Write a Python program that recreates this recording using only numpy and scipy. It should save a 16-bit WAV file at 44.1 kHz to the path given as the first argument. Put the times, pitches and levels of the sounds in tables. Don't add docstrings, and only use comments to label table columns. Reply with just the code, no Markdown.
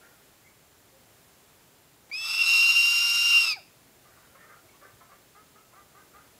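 import sys
import numpy as np
from scipy import signal
from scipy.fft import rfft, irfft
from scipy.io import wavfile

SR = 44100
rng = np.random.default_rng(int(sys.argv[2]) if len(sys.argv) > 2 else 0)


def boost_factor(decibels):
    exponent = np.asarray(decibels, float) / 20
    return 10 ** exponent


def file_out(sig):
    cols = np.atleast_2d(sig).T
    lim = np.clip(cols, -1, 1)
    pcm = np.round(lim * 32767).astype(np.int16)
    wavfile.write(sys.argv[1], SR, pcm)


N = 281799

# frequency_hz, density_db (per Hz)
FLOOR_SPECTRUM = [(12, -44), (20, -6), (133, 0.5), (214, -4), (274, -2.5), (334, -4.5), (394, -2.5),
                  (521, -6), (616, -5), (770, -7), (1310, -9.5), (7350, -16), (15600, -15)]
# frequency_hz, level_db
CAMERA_WHINES = [(2024, -87.5), (6448, -81.5), (11698, -86)]

# start_s, length_s, pitch_hz, level_db
FLOCK_CLUCKS = [(0, 0.14, 468, -66.5), (.021, 0.084, 552, -70.5), (.089, 0.14, 460, -74.5),
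                (4.041, 0.1, 406.5, -68), (4.102, 0.12, 475, -69.5), (4.168, .09, 394, -68),
                (4.2, 0.15, 464, -70), (4.377, 0.18, 605, -65), (4.4, 0.11, 448.5, -66),
                (4.401, 0.22, 410, -68.5), (4.478, 0.11, 523, -65.5), (4.491, .12, 410, -64),
                (4.497, 0.12, 465, -65), (4.736, 0.046, 371, -66.5), (4.812, 0.14, 400, -65),
                (4.843, 0.042, 515, -60.5), (4.851, 0.025, 590, -62), (5.004, 0.063, 440, -63),
                (5.005, 0.067, 351, -64), (5.091, 0.094, 393, -63), (5.725, .051, 355, -66),
                (5.732, 0.049, 440, -63.5), (5.973, 0.075, 516, -66.5), (6.135, 0.031, 460, -65),
                (6.181, 0.079, 467, -67)]
# start_s, length_s, pitch_hz, level_db
PULLET_CLUCKS = [
    (4.346, 0.057, 541, -62),
    (4.813, 0.051, 574, -61.5),
    (5.113, .06, 555, -63),
]
# start_s, pitch_hz, level_db
LEAD_CACKLE = [
    (5.347, 425.6, -60.5),
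    (5.547, 434, -64.5),
    (5.755, 404.7, -60.5),
    (5.944, 408, -62.5),
    (6.139, 414.5, -60),
]
# start_s, length_s, pitch_hz, level_db
FAR_PEEPS = [
    (0.438, 0.053, 2055, -68),
    (0.456, 0.04, 2306, -67),
    (.925, 0.066, 519, -67),
    (4.635, 0.031, 361, -66.5),
    (4.636, 0.039, 627, -68.5),
    (4.685, 0.019, 2190, -65),
    (4.922, 0.039, 113, -63),
]

# time_s, level_db
WHISTLE_EFFORT = [
    (2.113, -39),
    (2.121, -38),
    (2.309, -28.5),
    (2.397, -21.5),
    (2.643, -20.5),
    (3.127, -25),
    (3.369, -20),
    (3.541, -35.5),
    (3.56, -60),
]
# middle_s, half_length_s, change_db
BREATH_PUSHES = [
    (2.152, 0.014, 3),
    (2.216, 0.066, -5.5),
    (2.7, .03, 2),
    (2.78, 0.024, 3),
    (3.355, .04, 3),
]
# middle_s, depth (0-1), half_length_s
AIR_CATCHES = [
    (2.171, .25, .004),
    (2.322, .3, .008),
    (2.362, .35, .01),
    (2.376, .6, .004),
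    (2.432, .75, .004),
    (2.455, .4, .008),
    (2.735, .45, .015),
    (3.395, .4, .004),
    (3.461, .7, .004),
]
PHASE_SLIPS = [2.758, 2.93, 3.02, 3.052, 3.17, 3.23, 3.263, 3.302, 3.322, 3.42]
# multiple, line_db,
# lower_flutter_db, upper_flutter_db, rasp_skirt_db, skirt_reach_hz (below the line)
WHISTLE_LINE = [(1, 1, -61, -17, -10.5, 180)]
OVERTONE_LINES = [(2, -2.5, -3.5, -24, -1, 780), (3, -18.5, -24, -28, -12, 330),
                  (4, -35, -22, -46, -18, 700), (5, -52, -40, -51, -21, 780)]
HALF_PITCH_LINE = [(.5, 3, -12, -20, -12, 480)]
RASP_LINES = [(1.5, -9.5, -1.5, -9, 1.5, 470), (2.5, -6, -2, -12, -7, 610), (3.5, -29, -35, -17, -18, 1100),
              (4.5, -21, -14, -25.5, -8, 490)]
# frequency_hz, density_db
BREATH_SPECTRUM = [(300, -59), (600, -20.5), (1300, -7), (1800, -18), (2400, 0.5), (3300, -8.5),
                   (3800, -3.5), (4330, -37), (5000, -6.5), (6200, -12), (7600, -16.5), (9200, -16.5),
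                   (11500, -18), (13200, -19.5), (14200, -28), (15700, -27.5)]
# frequency_hz, width_hz, level_db
THROAT_RINGS = [(3420, 78, -15.5), (3833, 80, -0.5), (4804, 110, 6.5), (6350, 280, -6.5), (8610, 250, -6.5),
                (10400, 400, -10), (11980, 400, -10), (13300, 500, -12)]
# time_s, pitch_hz, level_db
SECOND_SIDE = [
    (2.13, 3340, -72),
    (2.18, 3423, -57),
    (2.222, 3397, -48),
    (2.3, 3450, -51),
    (2.38, 3480, -49),
    (2.47, 3470, -47),
]
# whistle_count, second_voice_count, level_db
MIXED_TONES = [(0, 1, 0), (-1, 1, -26), (2, -1, -18), (1, 1, -10), (3, -1, -14)]
# time_s, pitch_hz, level_db
CROAK_FALL = [
    (3.555, 980, -60),
    (3.563, 890, -50),
    (3.572, 790, -46),
    (3.585, 720, -50),
    (3.6, 612, -58),
    (3.614, 560, -70),
]

START_S, END_S = 2.113, 3.562
# middle_s, half_length_s
OPENS, BREAKS, SETTLES, FILLS = (2.125, 0.009), (2.27, 0.038), (2.42, 0.14), (2.435, 0.06)
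LOCKS, LOOSENS, RELOCKS, CLOSES = (2.768, 0.006), (3.34, 0.033), (3.475, 0.018), (3.532, .008)
CATCH_SHARE = .4


def evened(x):
    return x / np.sqrt(np.mean(abs(x) ** 2) + 1e-20)


def read(points, hz):
    f, value = np.transpose(points)
    return np.interp(np.log(hz + 1), np.log(f + 1), value)


def curves(rows, t):
    s, *columns = np.transpose(rows)
    return [np.interp(t, s, c) for c in columns]


def add(mix, s, sound):
    part = mix[round(s * SR):][:len(sound)]
    part += sound[:len(part)]


def band(size, below_hz, above_hz):
    hz = np.fft.fftfreq(size, 1 / SR)
    shape = np.exp(-np.where(hz < 0, -hz / below_hz, hz / above_hz) ** 1.5)
    noise = rng.standard_normal(size) + 1j * rng.standard_normal(size)
    return evened(np.fft.ifft(shape * np.fft.fft(noise)))


def coloured(points, size):
    gain = boost_factor(read(points, np.fft.rfftfreq(size, 1 / SR)))
    return evened(irfft(rfft(rng.standard_normal(size)) * gain, size))


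def resonate(x, hz, width_hz):
    return signal.lfilter(*signal.iirpeak(hz, hz / width_hz, SR), x)


def background():
    t = np.arange(N) / SR
    hiss = boost_factor(-57.5) * coloured(FLOOR_SPECTRUM, N)
    swell = boost_factor(0.5 * evened(band(N, 1.4, 0.73).real))
    insects_hz, width_hz = 7300, 400
    insects = band(N, width_hz, width_hz) * np.exp(2j * np.pi * insects_hz * t)
    chorus = boost_factor(-74.5) * evened(insects.real)
    whines = sum(boost_factor(db + 3.5) * np.sin(2 * np.pi * hz * t) for hz, db in CAMERA_WHINES)
    return hiss * swell + chorus + whines


def cluck(s, length, first_hz, last_hz, db, throat_hz):
    u = np.arange(0, length, 1 / SR) / length
    hz = last_hz + (first_hz - last_hz) * np.exp(-(u / 0.25) ** 2)
    turn = 2 * np.pi * np.cumsum(hz * (1 + .01 * band(len(u), 90, 90).real)) / SR
    pulses = sum(np.cos(k * turn) for k in range(1, 6))
    hoarse = 1.55 * boost_factor(-1.2 * (db + 58))
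    pulses = pulses + hoarse * rng.standard_normal(len(u))
    chest = boost_factor(-9) * resonate(resonate(pulses, 594, 400), 594, 400)
    mouth = boost_factor(-15) * resonate(resonate(pulses, 2100, 700), 2100, 700)
    throat = resonate(resonate(pulses, throat_hz, 330), throat_hz, 330)
    envelope = np.tanh(u / 0.14) * np.exp(-u / 0.89) * np.sqrt(1 - u)
    return s, boost_factor(db + 11.0) * evened(throat - chest - mouth) * envelope


def peep(s, length, hz, db):
    u = np.arange(0, length, 1 / SR) / length
    wobble = 1 + 0.041 * band(len(u), 44, 40).real
    return s, boost_factor(db + 9) * np.sin(2 * np.pi * np.cumsum(hz * wobble) / SR) * np.sin(np.pi * u)


def hen_yard():
    hens = np.zeros(N)
    flock_tuning, pullet_tuning = 3.07, 2.35
    cackle_scoop, flock_scoop = 0.073, 0.02
    for rows, tuning in ((FLOCK_CLUCKS, flock_tuning), (PULLET_CLUCKS, pullet_tuning)):
        for s, length, hz, db in rows:
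            add(hens, *cluck(s, length, hz * (1 - flock_scoop), hz, db, hz * tuning))
    for row in FAR_PEEPS:
        add(hens, *peep(*row))
    for s, hz, db in LEAD_CACKLE:
        add(hens, *cluck(s, 0.0975, hz * (1 - cackle_scoop), hz, db, hz * flock_tuning))
    return hens


def yard(x, t60, start_s):
    t = np.arange(0, .6, 1 / SR)
    struck = rng.random(len(t)) < .2
    taps = rng.standard_normal(len(t)) * struck * boost_factor(-60 * t / t60) * (t > start_s)
    taps = signal.lfilter([1], [1, -.25], taps)
    return signal.fftconvolve(x, taps / np.linalg.norm(taps))[:N]


def beak():
    t = np.arange(0, .02, 1 / SR)
    return 2.092, boost_factor(-45) * resonate(rng.standard_normal(len(t)), 800, 1400) * np.sin(np.pi * t / t[-1])


def past(t, stage):
    return .5 + .5 * np.tanh((t - stage[0]) / stage[1])


def locking(t):
    return past(t, LOCKS) - past(t, LOOSENS) + past(t, RELOCKS)


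def whistle_pitch(t):
    u = t - START_S
    rise = 400 * np.exp(-u / .03) + 190.5 * np.exp(-u / .3)
    return 2791 - rise - 700 * np.exp((t - END_S) / .052)


def layer_levels(t):
    thin, late, closed = 1 - past(t, FILLS), past(t, LOOSENS), past(t, CLOSES)
    pushes = sum(db * np.exp(-((t - s) / half_s) ** 2) for s, half_s, db in BREATH_PUSHES)
    whistle_db = curves(WHISTLE_EFFORT, t)[0] + pushes
    octave_db = -30 - 20 * (1 - past(t, OPENS)) - 6 * thin
    octave_db = octave_db - 22 * past(t - .008, CLOSES)
    unbroken = 1 - past(t + 0.037, BREAKS)
    half_db = -47 - 21.5 * unbroken + 2.5 * locking(t) - 6 * past(t, RELOCKS) - 30 * closed
    rasp_db = -36.5 - 11 * np.clip(1 - (t - START_S) / 0.19, 0, 1) - 15.5 * thin - 5 * late - 16 * closed
    return whistle_db, octave_db, half_db, rasp_db


def membrane_state(t):
    pure, relocked = 1 - past(t, BREAKS), past(t, RELOCKS)
    clean_broken, clean_settled, lock_loose = 0.17, 0.64, .05
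    broken = clean_broken + (clean_settled - clean_broken) * past(t, SETTLES)
    clean = pure + (1 - pure) * broken + 0.23 * relocked
    lock = lock_loose + (1 - lock_loose) * locking(t)
    flutter_hz = 188.4 + 73 * np.clip((t - START_S) / .62, 0, 1) ** 2
    flutter_db = -2.5 - 20 * (pure + past(t, CLOSES))
    bright_db = -1 + 4.5 * pure - 11 * relocked
    return np.clip(clean, 0, 1), np.clip(lock, 0, 1), flutter_hz, flutter_db, bright_db


def breath(size):
    air = coloured(BREATH_SPECTRUM, size)
    rings = sum(boost_factor(db) * evened(resonate(air, hz, width_hz)) for hz, width_hz, db in THROAT_RINGS)
    return air + rings * boost_factor(-9.0)


def voice_line(row, carrier, hz, turn, flutter, clean, lock, bright_db):
    multiple, line_db, lower_db, upper_db, skirt_db, reach_hz = row
    sides = boost_factor(lower_db) * flutter.conj() + boost_factor(upper_db) * flutter
    lines = np.sqrt(clean / 0.8) * boost_factor(line_db) + sides
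    dull = boost_factor(bright_db * max(multiple - 2, 0))
    null_hz, half_hz, depth = 7350, 450, .8
    lines = lines * dull * (1 - depth * np.exp(-((multiple * hz - null_hz) / half_hz) ** 2))
    skirt = np.sqrt((1 - clean) / 0.55) * boost_factor(skirt_db) * band(len(hz), reach_hz, 64)
    skirt = skirt * (1 + 0.07 * flutter.real)
    skirt = skirt * (1 - lock * (.75 * (multiple in (.5, 1.5)) + .25 * (multiple == 1)))
    spin = np.exp(1j * (multiple * turn + .7 * multiple ** 2))
    return np.sqrt(2) * ((carrier * lines + skirt * np.sqrt(dull)) * spin).real


def second_voice(t, turn):
    hz, db = curves(SECOND_SIDE, t)
    own = 2 * np.pi * np.cumsum(hz + 50 * evened(band(len(t), 120, 120).real)) / SR
    fade = np.interp(t, [2.12, 2.14, 2.42, 2.48], [0, 1, 1, 0])
    tones = sum(boost_factor(d) * np.cos(a * turn + b * own) for a, b, d in MIXED_TONES)
    return fade * boost_factor(db + 10.0) * tones


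def scream():
    t = np.arange(START_S, END_S, 1 / SR)
    size = len(t)
    hz = whistle_pitch(t)
    whistle_db, octave_db, half_db, rasp_db = layer_levels(t)
    clean, lock, flutter_hz, flutter_db, bright_db = membrane_state(t)
    jitter_hz = 16 * evened(band(size, 70.6, 67).real) * (1.2 - clean)
    turn = 2 * np.pi * np.cumsum(hz + jitter_hz) / SR
    uneven = 1 + 0.11 * (1.4 - lock) * evened(band(size, 38, 32.6).real)
    flutter = np.exp(2j * np.pi * np.cumsum(flutter_hz * uneven) / SR)
    flutter = flutter * boost_factor(flutter_db + 1.06 * evened(band(size, 23.5, 25).real))
    sign = np.prod([np.tanh((t - s) / 0.0011) for s in PHASE_SLIPS], axis=0)
    skip = np.sqrt(lock) * sign + np.sqrt(1 - lock) * band(size, 310, 105)
    catches = [1 - np.clip(depth, 0, 1) * np.exp(-((t - s) / half_s) ** 2) for s, depth, half_s in AIR_CATCHES]
    caught = np.prod(catches, axis=0)
    air_level = boost_factor(octave_db - 4.5) * (1 - .7 * past(t, CLOSES)) * np.sqrt(1.05 - clean)
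    out = air_level * breath(size) * (1 + 0.298 * flutter.real)
    layers = ((WHISTLE_LINE, whistle_db, 1), (OVERTONE_LINES, octave_db, 1),
              (HALF_PITCH_LINE, half_db, skip), (RASP_LINES, rasp_db, skip))
    for rows, db, carrier in layers:
        for row in rows:
            line = voice_line(row, carrier, hz, turn, flutter, clean, lock, bright_db)
            extra_catch = caught ** ((row[0] == 1) * (1 - CATCH_SHARE))
            out = out + boost_factor(db) * extra_catch * line
    out = out + second_voice(t, turn)
    flow = boost_factor(0.27 * evened(band(size, 32.0, 40).real))
    return t[0], out * flow * caught ** CATCH_SHARE * signal.windows.tukey(size, .004)


def croak():
    t = np.arange(CROAK_FALL[0][0], CROAK_FALL[-1][0], 1 / SR)
    hz, db = curves(CROAK_FALL, t)
    turn = 2 * np.pi * np.cumsum(hz) / SR
    return t[0], boost_factor(db + 1) * (np.sin(turn) + boost_factor(-8) * np.sin(2 * turn) + boost_factor(-20) * np.sin(3 * turn))


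def scene():
    hens, eagle = hen_yard(), np.zeros(N)
    for sound in (beak, scream, croak):
        add(eagle, *sound())
    near = eagle + boost_factor(-14.5) * yard(eagle, 0.17, .002) + boost_factor(-21.5) * yard(eagle, 0.38, 0.0201)
    far = hens + boost_factor(-8) * yard(hens, .3, .012)
    return (near + far + background())[None]


def band_limit(x):
    return signal.sosfilt(signal.butter(12, 15750, fs=SR, output="sos"), x)


def record(dry):
    notch_hz, width_hz, depth = 11580, 260, .55
    x = dry - depth * resonate(dry, notch_hz, width_hz)
    x = signal.lfilter(*signal.butter(2, 50, "high", fs=SR), x)
    treble_limit = signal.firwin(801, 15740, window=("kaiser", 9), fs=SR)
    x = signal.oaconvolve(x, treble_limit[None], "same")
    return band_limit(x)


dry = scene()
out = record(dry)
file_out(out)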